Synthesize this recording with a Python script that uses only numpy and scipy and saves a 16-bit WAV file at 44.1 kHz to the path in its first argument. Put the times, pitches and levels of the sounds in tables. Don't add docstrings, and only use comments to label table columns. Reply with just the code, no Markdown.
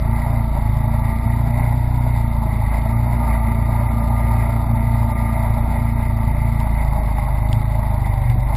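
import sys
import numpy as np
from scipy import signal
from scipy.fft import rfft, irfft, next_fast_len
from scipy.io import wavfile
from scipy.ndimage import uniform_filter1d

SR = 44100
rng = np.random.default_rng(int(sys.argv[2]) if len(sys.argv) > 2 else 0)


def to_wav(sig):
    pcm = np.clip(np.atleast_2d(sig), -1, 1) * 32767
    pcm = np.round(pcm).astype(np.int16)
    wavfile.write(sys.argv[1], SR, pcm.T)


def rack_gain(trim_db):
    fader = np.asarray(trim_db, float)
    return 10 ** (fader / 20)


N = 377496

# [t/s, cycle rate f/Hz]
SPEED = [(0, 27.97), (.37, 29.06), (.6, 27.13), (1.98, 30.53), (2.45, 27.62), (2.72, 26.98), (3.09, 29.9),
         (3.37, 28.03), (3.62, 28.73), (5, 28.76), (5.5, 28.39), (5.8, 28.9), (6.27, 28.04), (6.52, 28.25),
         (7.3, 25.58), (7.65, 27.56), (8.36, 23.8), (8.56, 26.17)]
# [t/s, level/dB]
LOAD = [(0, 1), (.4, -3), (1.2, 0), (2.3, -1.5), (2.9, 0.5), (3.25, 9), (3.6, 2), (4.3, 7.5), (4.9, 1),
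        (5.3, 5.5), (5.6, 0.5), (6.3, -1), (6.8, -1.5), (7.2, 4.5), (7.6, -3.5), (8, 2.5), (8.3, -0.5),
        (8.56, 2)]
# [multiple of the cycle, level/dB]
STEADY_ORDERS = [(3, -27.5), (6, -40.5), (7, -45), (9, -45), (10, -47), (11, -51), (13, -52)]
MOVING_ORDERS = (2, 4, 5, 8)
# [level/dB, share of load, resonance f/Hz, width/Hz, lift/dB, wander/dB,
# loss in a jolt/dB]
ORDER_MOTION = [
    (-21.5, 0.22, 55., 4., 1.6, 0.1, -2.5),
    (-23, -0.0024, 119.4, 5.3, 2.5, 0.76, 12.5),
    (-33., -0.57, 119.3, 9.7, 13.5, 2., -3.),
    (-43., 0.18, 229., 17.2, 13.5, 0.17, 3.5),
]
# [f/Hz, width/Hz, lift/dB]
MOUNT = (100, 3.7, 5.5)
# [t/s, depth/0-1, length/s]
JOLTS = [(.19, 0.35, 0.058), (.52, 1, 0.12), (2.74, .7, 0.18), (3.28, 0.5, 0.27), (3.89, 0.15, .08),
         (4.05, 0.81, 0.056), (4.22, 0.5, 0.12), (5.48, 0.1, .1), (5.7, 0.4, 0.16), (6.31, 0.78, 0.11),
         (6.9, 0.52, 0.61), (7.32, 0.77, 0.11), (7.84, 0, 0.067), (8.46, 1, 0.2)]
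# [multiple of the cycle, level/dB, share of load]
GEAR_LINES = [(23.35, -43.5, .3), (27, -50, .7), (31.2, -40.5, .4), (32.2, -46, .2), (41, -53, .6),
              (42, -46.5, .9), (43, -54, .6), (46, -56, .3), (47, -55, .5), (48, -58, .2)]
# [t/s, level/dB, length/s]
SURGES = [(0, -3.5, .06), (.26, 5.5, 0.19), (.57, 5.5, 0.067), (.93, 3, 0.19), (1.33, 2.5, 0.06),
          (1.65, 4.5, .3), (2.07, 4.5, 0.083), (2.74, 7.5, 0.083), (3.1, 1.5, 0.084), (3.33, 5, 0.1),
          (3.5, 5, 0.085), (3.77, 5, 0.13), (4.05, 0.5, 0.59), (4.85, 2, 0.13), (5.03, 1.5, 0.033),
          (5.42, 5, 0.25), (5.72, 3.5, 0.13), (5.97, -0.5, 0.04), (6.17, -2.5, 0.041), (6.9, 2.5, 0.36),
          (7.2, -1.5, 0.1), (7.72, 2.5, .3), (8.44, 0.5, 0.37), (8.56, 4, 0.18)]
# [level/dB, share of load, share of surge, wander/dB]
BUZZES = [
    (-34, 0.26, 0.81, 1.03),
    (-43.5, 0.42, 0.34, 1.98),
    (-55.5, .05, 0.18, 0),
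]
# [f/Hz, density level/dB]
LOW_CASE = [(300, -22), (450, -19.5), (526, -21.5), (588, -0.5), (683, -4.5), (733, -7.5), (860, 1.5),
            (940, 0), (1120, -14), (1230, -20), (1370, -16), (1500, -24), (1800, -24.5), (2300, -46.5)]
# [f/Hz, density level/dB]
HIGH_CASE = [(880, -44), (1500, -21.5), (1640, -8.5), (1790, -22.5), (1900, 0), (2080, 3), (2380, -11),
             (2570, -14.5), (2630, -29), (3000, -25), (3900, -54), (6600, -120)]
# [f/Hz, density level/dB]
SPRAY = [(1590, -37.5), (2700, -5), (3180, -10.5), (3670, 4.5), (4120, -4), (4620, -1), (5330, -9),
         (5600, -33.5), (5840, -38), (5900, -32.5), (7670, -50.5), (13000, -120)]
# [f/Hz, density level/dB]
SLOSH = [(12, -26), (20, -13), (53, -25.5), (114, 8), (137, -12), (176, -5.5), (228, -9.5), (325, -18.5),
         (485, -25.5), (600, -37), (780, -61), (1320, -120)]
# [t/s, peak level/dB, ring f/Hz]
DROPS = [(0.656, -49, 3700), (0.6933, -42.5, 3780), (1.0157, -47.5, 3880), (2.819, -40.5, 3800),
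         (2.89, -38, 4620), (3.3353, -41, 4690), (6.602, -37, 3800), (7.489, -38, 3875),
         (7.5293, -26, 3390), (7.616, -41, 3880), (7.905, -48.5, 3700), (7.9438, -45, 3450),
         (8.0603, -39.5, 3580), (8.139, -39.5, 2500), (8.1793, -41.5, 3660), (8.2232, -45.5, 3680),
         (8.299, -33.5, 3660)]
# [t/s, peak level/dB, ring f/Hz]
LAST_DROP = [(8.552, -32, 3670)]
# [t/s, peak level/dB, ring f/Hz]
ACCENTS = [
    (1.218, -45, 872),
    (1.321, -29.5, 910),
    (2.477, -25, 880),
    (2.779, -16, 630),
    (3.339, -26.5, 890),
    (4.269, -14, 623.7),
    (5.03, -13, 875),
    (6.672, -14, 875),
    (7.184, -12.5, 821.7),
]
# [f/Hz, level/dB]
BALANCE = [(200, 0), (370, -.3), (680, -.5), (1240, -1.1), (2280, -1.3), (4180, -.5)]
# [f/Hz, density level/dB]
GRIT = [(15, -23), (25, 9), (80, 0.5), (150, 2.5), (531, -7.5), (895, -8), (1120, -9), (2070, -13),
        (4570, -19.5), (5600, -18.5), (7280, -64), (12300, -120)]
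# [lower edge f/Hz, share of the sum, share of the difference]
LOST_DETAIL = [(0, 0, .6), (340, 0, .35), (2600, .35, .5), (3400, .12, .55), (4100, .3, .65),
               (4700, .62, .8), (5400, .93, .95), (5700, .98, .98), (6600, .88, .92), (6900, .68, .85),
               (8600, .84, .93), (9500, .25, .85), (12000, .33, .88), (13500, .45, .9), (15000, 0, 0)]

WANDER_HZ = 4.7
HOLD_HZ = 12000


def evened(x):
    return x / np.sqrt(np.mean(x ** 2) + 1e-20)


def read(points, hz):
    f, value = np.transpose(points)
    return np.interp(np.log(hz + 1), np.log(f + 1), value)


def columns(rows):
    s, *values = np.transpose(rows)
    return [np.interp(np.arange(N) / SR, s, v) for v in values]


def filtered(x, gain):
    size = next_fast_len(N)
    return irfft(rfft(x, size) * gain(np.fft.rfftfreq(size, 1 / SR)), size)[..., :N]


def coloured(x, points):
    def gain(hz):
        inside = (hz > points[0][0]) & (hz < points[-1][0])
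        return rack_gain(read(points, hz)) * inside
    return evened(filtered(x, gain))


def drift(hz, size=64):
    count = next_fast_len(N // size + 2)
    loss = 1 + (np.fft.rfftfreq(count, size / SR) / hz) ** 2
    slow = irfft(rfft(rng.standard_normal(count)) / loss, count)
    return np.interp(np.arange(N) / size, np.arange(count), evened(slow))


def bumps(rows):
    t = np.arange(N) / SR
    return sum(size * np.exp(-(2 * (t - s) / length) ** 2) for s, size, length in rows)


def gate(turns, place, sharp):
    return np.exp(sharp * (np.cos(2 * np.pi * (turns - place)) - 1))


def resonance(hz, peak_hz, width_hz):
    return 1 / (1 + ((hz - peak_hz) / width_hz) ** 2)


def speed():
    t = np.arange(N) / SR
    flywheel_s = 0.12
    hz = uniform_filter1d(columns(SPEED)[0], round(flywheel_s * SR), mode="nearest")
    tug_hz, tug_swing_hz, tug_top_s = 2.75, .1, 4.2
    return hz + tug_swing_hz * np.cos(2 * np.pi * tug_hz * (t - tug_top_s))


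def moving_levels(hz, load_db):
    jolt = bumps(JOLTS)
    levels_db = []
    for k, motion in zip(MOVING_ORDERS, ORDER_MOTION):
        db, share, peak_hz, width_hz, lift_db, wander_db, loss_db = motion
        swell_db = lift_db * resonance(k * hz, peak_hz, width_hz)
        chance_db = wander_db * drift(WANDER_HZ)
        levels_db.append(db + share * load_db + swell_db + chance_db - loss_db * jolt)
    return levels_db


def thump(hz, turns, load_db):
    mount_hz, mount_width_hz, mount_db = MOUNT
    orders = [(1, -30.5 - 1.1 * load_db + 2.5 * drift(10))]
    orders += list(zip(MOVING_ORDERS, moving_levels(hz, load_db)))
    orders += [(k, db + mount_db * resonance(k * hz, mount_hz, mount_width_hz)) for k, db in STEADY_ORDERS]
    waver, waver_hz = .075, 9
    out = np.zeros(N)
    for k, db in orders:
        lead = 1.05 + .05 * load_db if 2 < k < 6 else .3 * (k != 2)
        size = 1 + waver * np.sqrt(k) * drift(waver_hz)
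        slip = waver * k * 0.61 * drift(waver_hz)
        out -= np.sqrt(2) * rack_gain(db) * size * np.cos(2 * np.pi * k * turns + lead + slip)
    return out


def whine(hz, turns, load_db):
    slack = turns + .002 * drift(4)
    too_fast_db = 9 / (1 + np.exp((29.05 - hz) / .12))
    too_slow_db = 5 / (1 + np.exp((hz - 25.4) / .2))
    drive_db = load_db + 4 * resonance(hz, 28.6, .8) - 3 - too_fast_db - too_slow_db
    out = np.zeros(N)
    for k, db, share in GEAR_LINES:
        level_db = db + share * drive_db + 3 * drift(12)
        out += rack_gain(level_db) * np.cos(2 * np.pi * (k * slack + rng.random()))
    return np.sqrt(2) * out


def rattle(per_s, spread_db, hiss):
    knocks = rack_gain(spread_db * np.minimum(rng.exponential(1, N), 4)) * (rng.random(N) < per_s / SR)
    return evened(knocks * rng.choice([-1, 1], N)) + hiss * rng.standard_normal(N)


def buzz(turns, load_db):
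    surge_db = bumps(SURGES)
    low_db, high_db, spray_db = [
        db + pull * load_db + wave * surge_db + wander_db * drift(WANDER_HZ)
        for db, pull, wave, wander_db in BUZZES]
    gust_db = drift(32)

    shake = 1 + 0.046 * np.cos(2 * np.pi * 8 * turns)
    low_shake = shake * (1 + 0.12 * gate(2 * turns, 0.79, 1.5))
    low = coloured(rattle(1500, 2.8, 0.9) * low_shake, LOW_CASE)

    high_shake = 0.73 + 0.26 * gate(turns, .02, 1.1) + 0.33 * gate(turns, 0.62, 2.8)
    high = coloured(rattle(1200, 1.56, 0.82) * high_shake, HIGH_CASE)

    valve = gate(turns, .94, 25) * rack_gain(2.3 * drift(26)) + 0.22 * gate(turns, 0.33, 43)
    spray = coloured(rattle(900, 4., 0.75) * (0.98 + 0.4 * valve), SPRAY)

    mix = rack_gain(low_db + 1.38 * gust_db) * low
    mix += rack_gain(high_db + 1.32 + 0.68 * gust_db) * high
    return mix + rack_gain(spray_db + 0.72 * gust_db) * spray


def slosh(load_db):
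    level_db = -31 + 0.51 * load_db + 2.9 * drift(17)
    return rack_gain(level_db) * coloured(rng.standard_normal(N), SLOSH)


def knocks(rows, t60, crack, low_hz, high_hz):
    size = 2000
    out, t = np.zeros(N + size), np.arange(size) / SR
    for s, db, hz in rows:
        at = round(s * SR)
        strike = 0.92 * np.sin(2 * np.pi * hz * t) + crack * rng.standard_normal(size)
        out[at:at + size] += rack_gain(db - 60 * t / t60) * strike

    def band(hz):
        return 1 / (1 + (low_hz / (hz + 1)) ** 4) / (1 + (hz / high_hz) ** 4)
    return filtered(out[:N], band)


def scene():
    hz = speed()
    load_db = columns(LOAD)[0]
    turns = np.cumsum(hz) / SR + .3
    case = thump(hz, turns, load_db) + whine(hz, turns, load_db) + buzz(turns, load_db)
    case += slosh(load_db)
    case += knocks(list(DROPS) + list(LAST_DROP), t60=.014, crack=2.5, low_hz=950, high_hz=5000)
    case += knocks(ACCENTS, t60=0.026, crack=0.2, low_hz=553, high_hz=2200)
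    return np.array([filtered(case, lambda f: rack_gain(side * read(BALANCE, f) / 2)) for side in (1, -1)])


def thinned(x, size=2048):
    window = np.sqrt(signal.windows.hann(size, sym=False))
    hz, _, z = signal.stft([x[0] + x[1], x[0] - x[1]], SR, window, size, size // 2)
    chance = rng.standard_normal(z.shape)
    treble = (hz > 9400)[:, None]

    apart_now = chance[1, 0] > .75
    apart_band = treble + .17 * (hz < 250)[:, None]
    z[1] += rack_gain(-13) * z[0] * chance[0] * apart_now * apart_band

    frame_db = np.array([[[4]], [[4]]]) + np.array([[[0]], [[22]]]) * treble
    patch = uniform_filter1d(uniform_filter1d(chance, size=7, axis=1), size=2)
    budget_db = frame_db * chance[:, :1] + 20 * patch
    strength = uniform_filter1d(abs(z) ** 2, size=5, axis=1) * rack_gain(budget_db)
    for (lo, *shares), (hi, *_) in zip(LOST_DETAIL, LOST_DETAIL[1:]):
        band = (hz >= lo) & (hz < hi)
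        for part, power, share in zip(z, strength, shares):
            part[band] *= power[band] >= np.quantile(power[band], share)
    total, apart = signal.istft(z, SR, window, size, size // 2)[1][:, :N]
    return np.array([total + apart, total - apart]) / 2


def band_limit(x):
    return signal.sosfilt(signal.butter(12, 14640, fs=SR, output="sos"), x)


def record(dry):
    grit = [rack_gain(-47 + 0.79 * drift(17)) * coloured(rng.standard_normal(N), GRIT) for _ in dry]
    low = filtered(dry + grit, lambda hz: np.clip((HOLD_HZ / 2 - hz) / 700, 0, 1))
    carrier = 2 * np.cos(2 * np.pi * HOLD_HZ * np.arange(N) / SR)
    image = filtered(low * carrier, lambda hz: hz < 14500)

    def droop(hz):
        source_hz = np.clip(abs(hz - HOLD_HZ), 0, HOLD_HZ / 2)
        return np.sinc(hz / HOLD_HZ) / np.sinc(source_hz / HOLD_HZ)
    mix = thinned(low + filtered(image, droop))
    return band_limit(mix)


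dry = scene()
out = record(dry)
to_wav(out)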